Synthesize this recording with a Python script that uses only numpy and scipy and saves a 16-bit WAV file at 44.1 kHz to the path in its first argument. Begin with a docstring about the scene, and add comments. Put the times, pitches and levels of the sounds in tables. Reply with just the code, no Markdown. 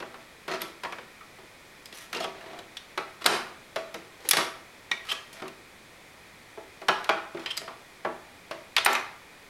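"""Fitting a graphics card into an aluminium case

The card knocks and scrapes on the casing, its steel bracket clicks and squeaks, and each contact
excites the modes of the hollow case. A harder touch reaches higher in frequency; more weight behind
it adds bass. A fan hums faintly in the room, and a limiter ducks the hardest snaps."""
import sys
import numpy as np
from scipy import signal
from scipy.fft import rfft, irfft
from scipy.io import wavfile
from scipy.ndimage import uniform_filter1d

SR = 44100
rng = np.random.default_rng(int(sys.argv[2]) if len(sys.argv) > 2 else 0)


def inscribe(sig):
    """Save sig as 16-bit PCM at rate SR to the path in sys.argv[1].

    A 1-D sig is mono; a 2-D sig holds one channel per row.
    Samples are clipped to [-1, 1] before scaling.
    """
    pcm = np.round(np.clip(np.atleast_2d(sig).T, -1, 1) * 32767)
    wavfile.write(sys.argv[1], SR, pcm.astype(np.int16))


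N = 418509
RING_SAMPLES = 24000
# weight acts fully below HEAVY_HZ and fades out by LIGHT_HZ, or by THIN_HZ in a click of negative weight
HEAVY_HZ, LIGHT_HZ, THIN_HZ = 326, 1160, 3050

# spectrum of the steady background noise, which steps down above 2.5 kHz: (frequency [Hz], gain [dB])
BACKGROUND_SPECTRUM = [(25, -45), (100, -42.5), (180, -42), (400, -42), (700, -43.5), (1600, -46), (1950, -42.5),
                       (2500, -42.5), (2680, -51), (3500, -49), (6000, -56), (11000, -60), (15500, -67.5)]
# tones of the fan: (frequency [Hz], rms level [dB])
FAN_TONES = [(1863, -69), (2439, -72), (3445, -76)]
# Strength is a relative level, hardness the corner of the treble roll-off, weight a gain in the bass,
# and prominence the height of the resonance at the pitch of the part touched.
# the card bumps a panel:
# (time [s], strength [dB], hardness [Hz], weight [dB], pitch [Hz], prominence [dB])
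CARD_KNOCKS = [(0.002, -3.5, 4300, 13, 690, -3), (0.025, 0.5, 2700, 7, 400, -9),
               (0.142, -5, 2800, 3, 650, 2), (0.48, 1, 4770, 8.5, 634, 8.5), (0.835, 0.5, 5100, 2, 600, 4),
               (0.849, 3, 3200, 1, 1050, 10), (0.923, -1.5, 4300, -1, 1260, 9),
               (0.984, -2.5, 3050, 4.5, 930, -1), (1.208, -16.5, 2500, -16, 1250, 19.5),
               (1.385, -17, 4500, 10, 452, 8), (2.129, 2.5, 6200, -4.5, 374, 3),
               (2.205, -6, 6980, 15, 700, 17), (2.242, 1, 4770, 12, 690, 11.5),
               (2.976, 6, 4570, 6.5, 1270, 11), (3.256, 5, 4960, 15.5, 704, 9),
               (3.2619, 22.5, 4460, 4, 770, 6), (3.3, -0.5, 437, 17, 241, 11),
               (3.76, 5.5, 4860, 8.5, 665, 9), (3.943, -2.5, 6300, 12.5, 346, 2),
               (4.372, -1.5, 450, 23.5, 234, 7), (4.383, 12, 2200, -7, 1234, 12),
               (4.407, 9, 3800, -2, 680, -3), (5.42, -2, 3950, 15.5, 386, 1),
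               (5.455, -5, 2300, -26, 660, 14.5), (6.575, -3.5, 1620, 12, 420, 4.5),
               (6.816, -6.5, 3800, 8.5, 646, 10.5), (6.884, 20.5, 3550, -2, 750, 4.5),
               (7.092, 21, 2760, -4, 830, 4), (7.347, -10, 4270, 23, 348, 4),
               (7.371, -1, 2740, 3.5, 360, -8), (7.615, -9, 4830, 13.5, 660, 12),
               (7.678, 3, 2170, -0.5, 750, 6), (8.049, 13, 1870, 3, 616, 5.5),
               (8.511, 0, 4850, 6.5, 600, 9), (8.8609, 25, 3870, -7.5, 802, 5.5),
               (8.951, 12, 4540, -9, 1190, 4.5)]
# an edge slides:
# (start [s], end [s], strength [dB], hardness [Hz], weight [dB], pitch [Hz], swell [dB])
EDGE_SCRAPES = [(0.485, 0.567, -29.5, 6200, 6.5, 667, -7), (0.606, 0.636, -35.5, 9000, 9, 3630, -6),
                (1.935, 2.066, -47, 14300, -12, 5860, -8), (2.133, 2.215, -34.5, 6800, 12, 2750, -2),
                (2.339, 2.6, -43, 5040, 9.5, 700, 9), (3.21, 3.231, -35, 7000, 3, 1160, 2),
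                (4.2, 4.293, -43, 8560, 10, 490, 9), (5.04, 5.131, -36, 9900, -2, 1260, 15),
                (5.353, 5.41, -43.5, 6140, -5, 656, 7), (7.389, 7.444, -41.5, 6700, 2, 330, 6)]
# bracket and latch snap: (time [s], strength [dB], hardness [Hz], weight [dB], pitch [Hz],
# prominence [dB], case ring [dB], crack relative to clack [dB])
BRACKET_CLICKS = [(0.617, -5, 8000, 21, 11700, 18, -1.5, -12), (1.857, -17.5, 10700, 19, 5000, 12, -3, -6),
                  (1.926, -12, 6900, 16, 3300, 10, -6, 4), (2.149, -4, 6000, -12, 2740, 16, -8, -4),
                  (2.169, -10, 6500, 0, 4900, 18, -6, -6), (2.203, -12, 7500, -4, 4350, 22, -3, -7),
                  (2.242, -4, 5950, 4, 3340, 17, -12, 2), (2.589, -7.5, 6000, -14, 2970, 4, -16, 2),
                  (2.769, -1.5, 5660, -20, 3570, 13, -5.5, 27), (3.243, -2.5, 5860, 14, 5030, 17, -4, -5),
                  (3.2613, 23, 8100, 9.5, 5300, 7, -7, 5), (4.289, 3.5, 15500, -32, 11000, 10, -7, -4),
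                  (4.3108, 19.5, 13700, -7, 3470, 8, -9.5, -6), (4.333, 18.5, 7440, 11, 1320, 2.5, -6, -5),
                  (4.369, 16, 6540, 11, 1240, -4, -5.5, 8), (4.914, 4.5, 5800, 9.5, 2294, 21.5, -5, 3),
                  (5.329, -17, 10600, 16, 3380, 1, 4, 6), (5.48, -15, 9800, 1, 2660, 6, -14, -8),
                  (7.043, -8, 8040, 1, 2680, 10, -5, -5), (7.4603, 4.5, 4470, -4, 3090, 20.5, -2, 3),
                  (7.569, -10, 9600, 11, 4970, 15, 3, -1), (7.575, -1, 8970, -11, 4820, 14.5, -10, -2),
                  (8.765, 20.5, 4840, -12.5, 3680, 4, -4, -10), (8.781, 14, 4740, 3, 3460, 9, -7.5, 6),
                  (8.848, -7, 14100, -2, 9000, 19.5, -6, 6), (8.861, -6.5, 14100, 0, 12600, 20, -3, -5),
                  (8.93, -13.5, 13800, -22, 7390, 21.5, -6, -3)]
# the bracket rubs along its slot: (start [s], end [s], strength [dB], pitch [Hz])
BRACKET_SQUEAKS = [(2.201, 2.258, -40.5, 3350), (2.406, 2.419, -47, 1770), (5.085, 5.116, -33.5, 3050),
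                   (5.11, 5.126, -30.5, 3200), (7.5, 7.525, -36, 3250)]
# modes of the panels and enclosed air: (frequency [Hz], relative level [dB], T60 [s])
CASE_MODES = [(165, 10, 0.15), (244.4, 9, 0.42), (330, 5.5, 0.42), (382.7, 5.5, 0.42), (577, -3, 0.44),
              (657, 9, 0.41), (804, -3.5, 0.66), (849, 1, 0.37), (956, 6, 0.33), (1136, 7.5, 0.27),
              (1332, 7.5, 0.39), (2100, -3.5, 0.59), (3402, -7, 0.24), (3576, -17, 0.23),
              (10537, -12, 0.22)]
# modes of the steel bracket: (frequency [Hz], nominal prominence [dB])
BRACKET_MODES = [(1900, 7), (2700, -4), (3020, -1), (3400, 5.5), (3900, 5.5), (4250, 4.5), (4880, -0.5),
                 (5400, 2), (6450, 3), (7550, 4), (10540, 6.5)]
# partials of a panel and of a steel tab: (frequency / pitch [ratio], share of prominence [ratio])
PANEL_PARTIALS = [(1, 1), (1.79, 0.77)]
TAB_PARTIALS = [(0.825, 0.5), (1, 1), (1.3, 0.19), (1.6, 0.63), (2.55, 0.44)]
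# damping by band: (frequency [Hz], nominal T60 of the struck part [s], T60 of case and room [s])
DECAY_TIMES = [(136, 0.16, 0.88), (386, 0.15, 0.49), (950, 0.096, 0.59), (1540, 0.071, 0.54),
               (3360, 0.038, 0.43), (4860, 0.035, 0.42), (7950, 0.015, 0.34), (13000, 0.016, 0.41)]
# radiation efficiency of the metal: (frequency [Hz], gain [dB])
METAL_RADIATION = [(25, -43), (90, -25), (170, -9.5), (245, -10.5), (283, -14.5), (345, 1), (520, 0),
                   (1300, 5), (5500, 2.5), (7500, 0.5), (11500, 8.5), (13800, 8), (16000, -5)]
# two-sided frequency axis of the contact spectra
BINS_HZ = abs(np.fft.fftfreq(2 * RING_SAMPLES, 1 / SR))


def amp(db):
    """Amplitude ratio of a level in decibels."""
    return 10 ** (np.asarray(db) / 20)


def unit_energy(x):
    """Normalisation to an energy of one."""
    return x / np.sqrt(np.sum(x ** 2) + 1e-20)


def curve(points, hz):
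    """Interpolation of (frequency [Hz], value) points on a logarithmic frequency axis."""
    point_hz, values = np.transpose(points)
    return np.interp(np.log(hz + 1), np.log(point_hz + 1), values)


def add(mix, start_s, sound):
    """Superposition: a sound adds to the mix from its start time on."""
    part = mix[max(0, round(start_s * SR)):][:len(sound)]
    part += sound[:len(part)]


def contact_spectrum(strength_db, hard_hz, weight_db, fall_db_per_octave, thin=False):
    """Contact stiffness sets the bandwidth, and the weight behind it the bass; in dB."""
    bass = curve([(HEAVY_HZ, 1), (THIN_HZ if thin else LIGHT_HZ, 0)], BINS_HZ)
    octaves_above = np.log2(np.hypot(1, BINS_HZ / hard_hz))
    return strength_db + weight_db * bass - fall_db_per_octave * octaves_above


def resonance(pitch_hz, prominence_db, width=0.025):
    """A damped mode gives a Lorentzian peak, broader at higher pitch; in dB."""
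    half_width_hz = width * pitch_hz + 24
    detuning = (BINS_HZ - pitch_hz) / half_width_hz
    return 20 * np.log10(1 + (amp(prominence_db) - 1) / (1 + detuning ** 2))


def partials(table, pitch_hz, prominence_db, width=0.025):
    """A metal part resonates at inharmonic ratios of its pitch; in dB."""
    return sum(resonance(ratio * pitch_hz, share * prominence_db, width) for ratio, share in table)


def bracket_spectrum():
    """Each point of contact excites the bracket's modes in different proportions; in dB."""
    shares = rng.uniform(0, 1.18, len(BRACKET_MODES))
    return sum(resonance(hz, db * share, width=0.0034) for (hz, db), share in zip(BRACKET_MODES, shares))


def dense_modes(t60s):
    """Modal overlap: crowded modes merge into noise, each band decaying at its own rate."""
    t = np.arange(RING_SAMPLES) / SR
    hz = np.fft.rfftfreq(RING_SAMPLES, 1 / SR)
    centres = np.transpose(DECAY_TIMES)[0]
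    shares = np.array([curve(np.c_[centres, band], hz) for band in np.eye(len(centres))])
    noise = rng.standard_normal((len(centres), RING_SAMPLES))
    bands = irfft(rfft(noise) * np.sqrt(shares))
    return sum(unit_energy(band * 1000 ** (-t / t60)) * np.sqrt(share.mean())
               for band, share, t60 in zip(bands, shares, t60s))


def case_ring(modes_db=-5, build_s=0.0037, cutoff_hz=10500):
    """Impulse response of the case: distinct damped modes in a dense, low-passed tail."""
    t = np.arange(RING_SAMPLES) / SR
    hz, db, t60 = np.transpose(CASE_MODES)[:, :, None]
    modes = amp(db) * 1000 ** (-t / t60) * np.sin(2 * np.pi * (hz * t + rng.random(hz.shape)))
    tail = dense_modes(np.transpose(DECAY_TIMES)[2])
    ring = tail + amp(modes_db) * unit_energy(modes.sum(0)) / 2
    build_up = 1 - np.exp(-t / build_s)
    return signal.lfilter(*signal.butter(3, cutoff_hz, fs=SR), ring * build_up)


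def radiate(vibration, spectrum_db):
    """Radiation: a minimum-phase filter applies the contact's spectrum and the metal's efficiency."""
    gain = amp(np.maximum(spectrum_db + curve(METAL_RADIATION, BINS_HZ), -100))
    response = np.exp(np.conj(signal.hilbert(np.log(gain))))
    return irfft(rfft(vibration, len(BINS_HZ)) * response[:RING_SAMPLES + 1])


def sound_in_case(contact, drive, spectrum_db, ring_db, peaks_db, peak_share=0.73):
    """Forced vibration: a part sounds and drives the case, which keeps a share of its resonances."""
    direct = radiate(contact, spectrum_db + peaks_db)
    ring = signal.fftconvolve(drive, case_ring())
    return direct + amp(ring_db) * radiate(ring, spectrum_db + peak_share * peaks_db)


def impact(rise_s, crack_db, crack_s, coupling, decay_scale=1.0):
    """Impact gives a crack and a decaying clack; that blow and an impulse together drive the case."""
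    t = np.arange(RING_SAMPLES) / SR
    rise = 1 - np.exp(-t / rise_s)
    crack = unit_energy(rng.standard_normal(RING_SAMPLES) * np.exp(-t / crack_s) * rise)
    clack = unit_energy(dense_modes(decay_scale * np.transpose(DECAY_TIMES)[1]) * rise)
    blow = unit_energy(clack + amp(crack_db) * crack)
    drive = np.sqrt(coupling) * blow + np.sqrt(1 - coupling) * signal.unit_impulse(RING_SAMPLES)
    return blow, drive


def fan(waver_hz=2.4):
    """Aerodynamic noise: a broadband rush of air with a few faint, wavering tones."""
    t = np.arange(N) / SR
    air_gain = amp(curve(BACKGROUND_SPECTRUM, np.fft.rfftfreq(N, 1 / SR)))
    out = irfft(rfft(rng.standard_normal(N)) * air_gain, N)
    knots = np.linspace(0, t[-1], 100)
    for hz, db in FAN_TONES:
        drift_hz = waver_hz * np.interp(t, knots, rng.standard_normal(len(knots)))
        out += amp(db) * np.sqrt(2) * np.sin(2 * np.pi * np.cumsum(hz + drift_hz) / SR)
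    return out


def knocks(gain_db=-3.5, rise_s=0.0015, ring_db=-3):
    """Impact excitation: the heavy card bumps a panel, which clacks and sets the hollow case ringing."""
    out = np.zeros(N)
    for time, strength_db, hard_hz, weight_db, pitch_hz, prominence_db in CARD_KNOCKS:
        blow, drive = impact(rise_s, crack_db=-7, crack_s=0.0051, coupling=0.48, decay_scale=1.22)
        spectrum_db = contact_spectrum(strength_db, hard_hz, weight_db, fall_db_per_octave=19)
        peaks_db = partials(PANEL_PARTIALS, pitch_hz, prominence_db)
        add(out, time - rise_s / 2, sound_in_case(blow, drive, spectrum_db, ring_db, peaks_db))
    return amp(gain_db) * out


def scrapes(gain_db=-1, slips_per_s=170, spread_db=7, slip_s=0.0036, fade_s=0.0027, ring_db=-2):
    """Stick-slip friction: a sliding edge releases uneven bursts of noise into the metal."""
    out = np.zeros(N)
    for start, end, strength_db, hard_hz, weight_db, pitch_hz, swell_db in EDGE_SCRAPES:
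        t = np.arange(round((end - start) * SR)) / SR
        count = int(np.ceil(t[-1] * slips_per_s)) + 1
        jitter, chance = rng.random((2, RING_SAMPLES))[:, :count]
        grit = rng.standard_normal(RING_SAMPLES)[:len(t)]
        # each slip falls at a random moment of its own time slot
        onsets = ((np.arange(count) + jitter) / count * len(t)).astype(int)
        slip_db = spread_db * np.minimum(-np.log(chance), 2)
        slip_energy = np.bincount(onsets, amp(slip_db) ** 2, len(t))
        power = signal.lfilter([1], [1, -np.exp(-1 / (slip_s * SR))], slip_energy)
        force = amp(swell_db * t / t[-1]) * np.sqrt(power)
        fade = np.clip(np.minimum(t, t[-1] - t) / fade_s, 0, 1)
        rub = unit_energy(grit * force * fade) * np.sqrt(len(t))
        spectrum_db = contact_spectrum(strength_db, hard_hz, weight_db, fall_db_per_octave=29)
        spectrum_db += bracket_spectrum()
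        peaks_db = resonance(pitch_hz, prominence_db=9)
        add(out, start, sound_in_case(rub, rub, spectrum_db, ring_db, peaks_db))
    return amp(gain_db) * out


def clicks(gain_db=-5, rise_s=0.0006, tilt_db_per_octave=3):
    """Elastic release: thin steel snaps past an edge, cracks and rings briefly at its partials."""
    out = np.zeros(N)
    tilt_db = tilt_db_per_octave * np.log2(np.maximum(BINS_HZ, HEAVY_HZ) / LIGHT_HZ)
    for time, strength_db, hard_hz, weight_db, pitch_hz, peak_db, ring_db, crack_db in BRACKET_CLICKS:
        snap, drive = impact(rise_s, crack_db, crack_s=0.0052, coupling=0.24)
        spectrum_db = contact_spectrum(strength_db, hard_hz, weight_db, fall_db_per_octave=29,
                                       thin=weight_db < 0)
        spectrum_db += tilt_db + bracket_spectrum()
        peaks_db = partials(TAB_PARTIALS, pitch_hz, peak_db)
        add(out, time - rise_s / 2, sound_in_case(snap, drive, spectrum_db, ring_db, peaks_db))
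    return amp(gain_db) * out


def squeaks(ring_db=-4):
    """Friction excites resonance: steel rubs on steel in one swell and sings at the tab's partials."""
    out = np.zeros(N)
    for start, end, strength_db, pitch_hz in BRACKET_SQUEAKS:
        arch = np.sin(np.linspace(0, np.pi, round((end - start) * SR)))
        rub = rng.standard_normal(RING_SAMPLES)[:len(arch)] * arch
        spectrum_db = contact_spectrum(strength_db, hard_hz=6500, weight_db=-14, fall_db_per_octave=20)
        spectrum_db += bracket_spectrum()
        peaks_db = partials(TAB_PARTIALS, pitch_hz, prominence_db=18, width=0.047)
        add(out, start, sound_in_case(rub, rub, spectrum_db, ring_db, peaks_db))
    return out


def scene():
    """Superposition of the contacts and the fan in one channel."""
    return (knocks() + clicks() + scrapes() + squeaks() + fan())[None]


def record(dry, limit_db=-15.5, recover_db_per_s=140, attack_s=0.0023, ceiling=0.7, cutoff_hz=16300):
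    """Limiting: gain drops after the hardest peaks and recovers fast; soft clip and low-pass follow."""
    power = uniform_filter1d(dry[0] ** 2, size=220)  # 5 ms mean
    excess_db = np.maximum(10 * np.log10(abs(power) + 1e-12) - limit_db, 0)
    recovery_db = np.arange(N) * recover_db_per_s / SR
    held_db = np.maximum.accumulate(excess_db + recovery_db) - recovery_db
    pole = np.exp(-1 / (attack_s * SR))
    duck_db = signal.lfilter([1 - pole], [1, -pole], held_db)
    limited = ceiling * np.tanh(dry / amp(duck_db) / ceiling)
    low_pass = signal.firwin(301, cutoff_hz, window=("kaiser", 9), fs=SR)
    return signal.oaconvolve(limited, low_pass[None], "same")


dry = scene()
out = record(dry)
inscribe(out)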